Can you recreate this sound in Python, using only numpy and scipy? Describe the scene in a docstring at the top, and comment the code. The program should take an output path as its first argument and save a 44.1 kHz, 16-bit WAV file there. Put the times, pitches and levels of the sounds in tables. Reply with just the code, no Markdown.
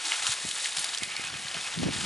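"""An open hillside: hands push loose soil and dry leaves round a seedling, over a steady hiss.
Soil and leaves are clumped clicks ringing many small fragments; scrapes are resonant noise swells.
Stalks and twigs snap one by one, each a crack with splinters through a short resonance.
Soft low bumps and one short stick ring are damped sines with rough bodies; the bumps bunch into
a short, louder rumble near the end, where filtered noise swells beneath them."""
import sys
import numpy as np
from scipy import signal
from scipy.fft import rfft, irfft
from scipy.io import wavfile

SR = 44100
rng = np.random.default_rng(int(sys.argv[2]) if len(sys.argv) > 2 else 0)


def put_to_file(sound):
    """Save the sound as 16-bit audio at rate SR, in the file named by the first command-line argument."""
    columns = np.atleast_2d(sound).T  # one column per channel
    safe = np.clip(columns, -1, 1)
    whole_steps = np.round(safe * 32767)
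    wavfile.write(sys.argv[1], SR, whole_steps.astype(np.int16))


N = 90449
T = np.arange(N) / SR
HZ = np.fft.rfftfreq(N, 1 / SR)


def amp(db):
    """Decibels to gain."""
    return 10 ** (np.asarray(db) / 20)


def unit(x):
    """Scales to an rms of one."""
    return x / np.sqrt(np.mean(x ** 2) + 1e-20)


def across(points):
    """Reads a table along log frequency."""
    hz, value = np.transpose(points)
    return np.interp(np.log(HZ + 1), np.log(hz), value)


def level(table, axis=1):
    """Turns one dB column of a table into a gain over time."""
    rows = np.array(table)
    return amp(np.interp(T, rows[:, 0], rows[:, axis]))


def colour(x, points):
    """Filters a sound by a gain table, then sets its rms to one."""
    return unit(irfft(rfft(x) * amp(across(points)), N))


def drift(rate_hz):
    """Smooth random wander with an rms of one."""
    smooth = np.exp(-(HZ / rate_hz) ** 2) * (HZ > 0)
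    return unit(irfft(rfft(rng.standard_normal(N)) * smooth, N))


def ring(x, hz, q):
    """A damped resonance; a higher q rings longer."""
    return signal.lfilter(*signal.iirpeak(min(hz, SR * .45), max(q, 1), SR), x)


def pan(pan_db):
    """Left and right gains that differ by pan_db; positive leans left."""
    return amp([[pan_db / 2], [-pan_db / 2]])


def add(mix, s, sound):
    """Lays a stereo sound into the mix at s seconds."""
    part = mix[:, max(round(s * SR), 0):][:, :sound.shape[1]]
    part += sound[:, :part.shape[1]]


def grains(per_s, spread_db, clump_db, clump_hz, q, count=24):
    """Tiny fractures come in clumps; each rings one of many fragments for a few cycles."""
    out = np.zeros(N)
    for hz in np.geomspace(700, 11000, count):
        chance = rng.random(N)
        size = np.minimum(rng.exponential(1, N), np.pi)
        sign = rng.choice([-1, 1], N)
        clicks = (chance < per_s / count / SR) * amp(spread_db * size) * sign
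        out += unit(ring(clicks, hz, q)) * np.sqrt(hz)  # wider bands carry more power
    return out * amp(clump_db * drift(clump_hz))


# how hard each material is worked: start_s [s], soil_level_db [dB], leaf_level_db [dB]
WORK_LEVELS = [(0, -39.5, -40.5), (.03, -40.5, -40), (.055, -34, -35.5), (.1, -33.5, -34),
               (.135, -30, -35.5), (.175, -35, -36.5), (.252, -33.5, -35), (.277, -28.5, -32),
               (.3, -35.5, -30.5), (.325, -34.5, -31), (.35, -39.5, -39), (.39, -42, -39.5),
               (.47, -42.5, -36), (.5, -45, -36), (.535, -51, -36), (.565, -33, -36.5), (.61, -44.5, -34),
               (.655, -39, -32.5), (.7, -40.5, -38.5), (.75, -44.5, -39), (.772, -38, -35.5),
               (.815, -39, -33.5), (.85, -33.5, -38), (.91, -41.5, -39.5), (.95, -37.5, -40.5),
               (1., -59, -42.5), (1.025, -37, -42), (1.06, -43.5, -40), (1.12, -36, -47), (1.155, -43, -48),
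               (1.2, -41.5, -43), (1.275, -37.5, -45), (1.31, -40.5, -50), (1.42, -43, -42.5),
               (1.52, -40.5, -44.5), (1.58, -34.5, -45.5), (1.62, -40, -40), (1.655, -35.5, -40),
               (1.71, -39, -42.5), (1.74, -35, -49), (1.77, -47.5, -42), (1.835, -35.5, -46),
               (1.885, -39.5, -64), (1.93, -34.5, -41.5), (1.99, -37.5, -36), (2.05, -34, -40.5)]
# tone of the grinding crumbs: frequency_hz [Hz], relative_gain_db [dB]
SOIL_COLOUR = [(60, -40), (180, -12), (300, -3), (500, -8.5), (1000, -3), (1600, -2), (2200, -3.5),
               (3100, -0.5), (4500, -4.5), (7000, -8.5), (11000, -17.5)]


def soil():
    """Crumbs grind against each other under the palms, each fracture ringing a fragment."""
    crumbs = grains(per_s=7000, spread_db=0.0, clump_db=2.5, clump_hz=110, q=4.8)
    return level(WORK_LEVELS, axis=1) * colour(crumbs, SOIL_COLOUR)


# tone of the crackling leaves: frequency_hz [Hz], relative_gain_db [dB]
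LEAF_COLOUR = [(100, -27), (500, -17), (1000, -23.5), (2000, -8.5), (3800, 3), (5500, -2), (7800, 1.5),
               (9500, -0.5), (11000, -5.5)]


def leaves():
    """Dry leaves crackle as they are pushed into the hole, in shorter rings than the soil."""
    crackle = grains(per_s=5000, spread_db=0.5, clump_db=0.5, clump_hz=228, q=2.4)
    return level(WORK_LEVELS, axis=2) * colour(crackle, LEAF_COLOUR)


# snapping stalks and twigs: start_s [s], level_db [dB], ring_hz [Hz],
# crack_db [dB, sharp crack against the ring], length_s [s], pan_db [dB, left over right]
STALK_SNAPS = [(0.0533, -30, 4640, -14, 0.0045, 2), (0.1195, -21.5, 2430, -11, 0.0022, -3),
               (0.237, -37, 2900, -2, 0.0013, 5), (.2682, -14.5, 2700, 8, 0.00066, 1),
               (0.2734, -29.5, 7300, -15, .006, -3), (0.295, -32, 4300, 5, 0.0009, 1),
               (0.307, -33, 7460, 3, .0012, -2), (0.32, -23, 7000, -5, 0.001, 1),
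               (0.324, -31, 3350, -13, 0.0042, 1), (0.333, -28, 8460, 4, 0.00091, -1),
               (.3388, -24.5, 4000, 22, 0.00091, 0), (0.4895, -25.5, 6000, 17, 0.0015, 1),
               (0.5127, -24, 3320, -2, .0012, 2), (.5542, -28.5, 8200, 0, 0.0012, 1),
               (0.6445, -24.5, 5450, -4, 0.00074, 4), (0.6586, -20.5, 2400, -2, 0.0011, 1),
               (0.723, -29, 3500, -20, 0.0018, 0), (0.7671, -24.5, 3500, 21, .0012, -1),
               (0.7706, -24, 3600, 12, 0.0032, 0), (0.7845, -20.5, 4370, 0, 0.00069, 1),
               (.7925, -26, 7300, 4, 0.0013, -6), (.7962, -22.5, 10300, 0, .0012, 1),
               (.8135, -32, 10300, 1, 0.0054, 0), (0.8436, -23, 4180, 10, 0.0029, 0.5),
               (0.891, -26, 4300, -20, 0.00093, 0), (.9401, -27.5, 3900, -5, .001, -4),
               (0.948, -26, 3600, 3, 0.0016, 5.5), (0.975, -26, 4460, -19, 0.0021, 0),
               (0.9843, -28, 7600, 10, 0.0013, -12), (1.0341, -18.5, 2800, 8.5, 0.00057, -6),
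               (1.038, -29, 4340, -19, 0.00074, -15), (1.1184, -31, 2250, -7, 0.0022, -9),
               (1.1657, -22.5, 4500, -2, 0.00072, 2.5), (1.241, -30, 2250, -1, 0.0012, -7),
               (1.25, -30.5, 8100, -5, .001, -1), (1.2718, -29, 2440, -6, 0.002, -5),
               (1.483, -26, 3630, -9, 0.00058, 0), (1.5437, -27.5, 3200, -7, .0028, 0),
               (1.666, -37, 3030, 11, 0.00085, -2), (1.743, -31, 3530, -1, .001, 0),
               (1.7886, -31, 3860, -21, 0.0016, 3), (1.835, -32.5, 2260, -14, 0.0015, 1)]
SNAP_RISE_S, SNAP_Q, SPLINTERS_PER_S = 0.00017, 1.9, 9000
CLEAN_BREAK_S = 0.0003  # a break this long has as much energy in its splinters as in its first crack


def snaps():
    """A stalk breaks with one crack and rings briefly; longer breaks put more energy into splinters."""
    out = np.zeros((2, N))
    t = T[:2048] - T[128]  # the first crack falls at zero
    for s, db, hz, crack_db, length, pan_db in STALK_SNAPS:
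        run = np.exp(-np.maximum(t, 0) / length + np.minimum(t, 0) / SNAP_RISE_S)
        hits = rng.random(len(t)) < SPLINTERS_PER_S / SR
        splinters = unit(hits * rng.choice([-1, 1], len(t)) * run)
        splinters = splinters * np.sqrt(length / CLEAN_BREAK_S / len(t))
        force = np.where(t == 0, 1, splinters)
        crack = signal.lfilter(*signal.butter(2, [1300, 12000], "band", fs=SR), force)
        stalk = ring(ring(crack, hz, SNAP_Q), hz, SNAP_Q)
        sound = unit(stalk) + amp(crack_db) * unit(crack)
        sound = amp(db) * unit(sound) * np.sqrt(length / t[-1])  # level_db is spread over length_s
        add(out, s + t[0], sound * pan(pan_db))
    return out


# hands and sleeves rubbing along the ground and the wall of the hole:
# start_s [s], length_s [s], level_db [dB], resonance_hz [Hz], pan_db [dB, left over right]
RUBS = [(0.017, 0.12, -57, 332, 0), (0.106, 0.052, -36.5, 2650, -3), (0.243, 0.052, -40, 1290, 5),
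        (0.651, 0.012, -32.5, 2020, -4), (1.007, 0.044, -37.5, 2140, -3), (1.088, 0.057, -43, 2270, -1),
        (1.147, 0.071, -38, 2310, -4), (1.228, 0.064, -39.5, 2500, -1), (1.32, 0.056, -48, 2500, -10),
        (1.642, .03, -37.5, 2460, -1)]
SCRAPE_Q = 3.7


def scrapes():
    """An uneven rub swells and fades through one broad resonance."""
    out = np.zeros((2, N))
    for s, length, db, hz, pan_db in RUBS:
        rub = rng.standard_normal(N) * amp(1.8 * drift(rate_hz=100))
        rub = unit(ring(ring(rub, hz, SCRAPE_Q), hz, SCRAPE_Q))
        arch = np.sin(np.pi * np.clip((T - s) / length, 0, 1)).clip(0) ** 0.44
        out += amp(db) * arch * rub * pan(pan_db)
    return out


# dull low bumps, and at 1.546 s the short ring of a stick: start_s [s],
# tone_peak_db [dB, before the low cut], pitch_hz [Hz], decay_s [s],
# left_lead_rad [radians by which the left side leads]
BUMPS_AND_STICK = [(0.2894, -38.5, 124, 0.014, 1.4), (0.4497, -29.5, 250, 0.0022, -1.8),
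                   (.459, -37, 110, 0.0032, .2), (1.02, -30, 253, 0.0029, 1.95),
                   (1.028, -39, 110, 0.0041, .8), (1.073, -40.5, 180, .005, 1.7),
                   (1.195, -30, 232, 0.0011, -2.6), (1.245, -39.5, 149, 0.0028, 1),
                   (1.322, -41, 130, .005, 1.6), (1.34, -35, 170, 0.003, 1.6),
                   (1.352, -39, 130, 0.0077, 0.85), (1.396, -39.5, 180, .003, 1.3),
                   (1.45, -39.5, 128, 0.0049, 1.3), (1.546, -38, 675, 0.009, 0.9),
                   (1.5642, -35, 169, 0.0064, 1.5), (1.761, -33, 150, 0.0062, 1.4),
                   (1.773, -29, 167, 0.025, 1.3), (1.796, -27, 248, 0.015, 2),
                   (1.8205, -25, 190, 0.0099, 1.2), (1.831, -17, 347, 0.002, 2.2),
                   (1.837, -22, 181, 0.013, 2), (1.854, -19, 184, 0.011, 0.49),
                   (1.8622, -21.5, 312, 0.011, 2.33), (1.8841, -20, 440, 0.0042, 1.93),
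                   (1.889, -22.5, 246, 0.0032, 1.4), (1.907, -37, 152, 0.0051, 0.82),
                   (1.927, -32, 170, .005, 2.4), (1.939, -38, 131, .005, 1.4),
                   (1.961, -25.5, 192, 0.003, 2.1), (2.028, -32, 205, 0.0092, 3.7),
                   (2.036, -47, 234, 0.0041, 1.5)]
BUMP_RISE_S, BUMP_DIRT_DB = 0.00085, -12.5  # onset; rough body against the tone


def bumps_and_stick():
    """Low bumps and one stick ring, each a quickly decaying sine with a little rough body."""
    out = np.zeros((2, N))
    t = T[:4096]
    for s, db, hz, decay, lead in BUMPS_AND_STICK:
        shape = (1 - np.exp(-(t / BUMP_RISE_S) ** 2)) * np.exp(-t / decay)
        phase = 2 * np.pi * hz * t + np.array([[lead / 2], [-lead / 2]])
        dull = signal.butter(4, 1.79 * hz, fs=SR, output="sos")
        body = unit(signal.sosfilt(dull, rng.standard_normal(len(t))))
        knock = np.sin(phase) + amp(BUMP_DIRT_DB) * body
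        add(out, s, amp(db) * shape / shape.max() * knock)
    low_cut = signal.butter(3, 70, "high", fs=SR, output="sos")
    return signal.sosfilt(low_cut, out)


# swell of the rumble under the bumps, before its lumps: start_s [s], level_db [dB]
RUMBLE_LEVELS = [(0, -72), (.17, -75), (.225, -60), (.25, -63), (.3, -52), (.34, -67), (.43, -63),
                 (.465, -49), (.52, -61.5), (.65, -67.5), (.74, -65), (.785, -52.5), (.85, -65.5),
                 (.98, -66.5), (1.03, -55), (1.1, -61), (1.35, -52.5), (1.51, -59), (1.57, -48.5),
                 (1.62, -62), (1.72, -62), (1.79, -40), (1.86, -35), (1.91, -38), (2., -46.5), (2.05, -34)]
# tone of the rumble: frequency_hz [Hz], relative_gain_db [dB]
RUMBLE_TONE = [(20, -46), (50, -17), (85, -5.5), (170, -2.5), (300, -8.5), (480, -11.5), (800, -22),
               (2000, -42)]
RUMBLE_LEAD_S, RUMBLE_SPREAD_DB = 0.00067, -3  # left lead; separate noise against the shared noise


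def rumble():
    """Low noise swells in uneven lumps; its shared part reaches the left side first."""
    noise = rng.standard_normal((3, N))
    lead = np.exp(1j * np.pi * HZ * RUMBLE_LEAD_S * np.array([[1], [-1]]))
    shared = irfft(rfft(noise[2]) * lead, N)
    pair = shared + amp(RUMBLE_SPREAD_DB) * noise[:2]
    lumps = amp(2.1 * drift(rate_hz=66))
    return level(RUMBLE_LEVELS) * colour(pair, RUMBLE_TONE) * lumps


# likeness of diffuse sound at the two microphones:
# frequency_hz [Hz], correlation [no unit, clipped to -1..1 in use]
DIFFUSE_LIKENESS = [(60, -0.47), (270, -0.04), (570, 2.54), (1200, 0.85), (2600, 2.8), (5500, 3.4),
                    (11000, 3.44)]


def diffuse(pair):
    """Two unrelated signals become sound that reaches both microphones from all round."""
    a, b = rfft(pair, N)
    likeness = np.clip(across(DIFFUSE_LIKENESS), -1, 1)
    mid = a * np.sqrt((1 + likeness) / 2)
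    side = b * np.sqrt((1 - likeness) / 2)
    return irfft(np.array([mid + side, mid - side]), N)


SCATTER_DB, SCATTER_S = -12.5, 0.0046  # scatter level and decay


def ground(x):
    """The rough slope scatters each sound back within a few hundredths of a second."""
    taps = rng.standard_normal((2, N)) * np.exp(-T / SCATTER_S) * (T > .0015)
    tail = unit(diffuse(taps))[:, :4096] / np.sqrt(N)
    scattered = signal.fftconvolve(x.mean(0)[None], tail, axes=1)[:, :N]
    return x + amp(SCATTER_DB) * scattered


# tone of the hillside hiss: frequency_hz [Hz], relative_gain_db [dB]
HISS_COLOUR = [(20, -29), (45, -9), (90, -22), (160, -28), (320, -12.5), (600, -4.5), (1100, -6),
               (2000, 2.5), (3400, -2.5), (5200, -5.5), (8000, -12), (11000, -10)]
HISS_DB = -40  # before the stereo balance


def hiss():
    """The steady, faintly wavering hiss of the hillside, as diffuse coloured noise."""
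    air = diffuse(rng.standard_normal((2, N)))
    return amp(HISS_DB + 0.2 * drift(rate_hz=33)) * colour(air, HISS_COLOUR)


# phase lead of the left microphone: frequency_hz [Hz], left_lead_rad [radians]
LEFT_LEAD = [(60, 0.41), (400, 1), (1000, 0.99), (2000, 0.69), (3200, 0.33), (6000, 0), (11000, -0.5)]
# level balance of the microphones: frequency_hz [Hz], pan_db [dB, left over right]
LEFT_BALANCE = [(200, -.4), (1100, -1.1), (2000, 1.1), (3500, 1.46), (6500, 0.65), (11000, -0.0011)]


def scene():
    """Handwork and hiss share a stereo lean that varies with pitch; bumps, stick and rumble join them."""
    air = ground(soil() + leaves() + scrapes() + snaps()) + hiss()
    left = amp(across(LEFT_BALANCE) / 2) * np.exp(.5j * across(LEFT_LEAD))
    placed = irfft(rfft(air) * np.array([left, 1 / left]), N)
    return placed + bumps_and_stick() + rumble()


EDGE_HZ = 11130


def record(dry):
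    """The recorder's band limit: a steep low-pass."""
    low_pass = signal.firwin(601, EDGE_HZ, window=("kaiser", 8), fs=SR)
    return signal.oaconvolve(dry, low_pass[None], "same")


dry = scene()
out = record(dry)
put_to_file(out)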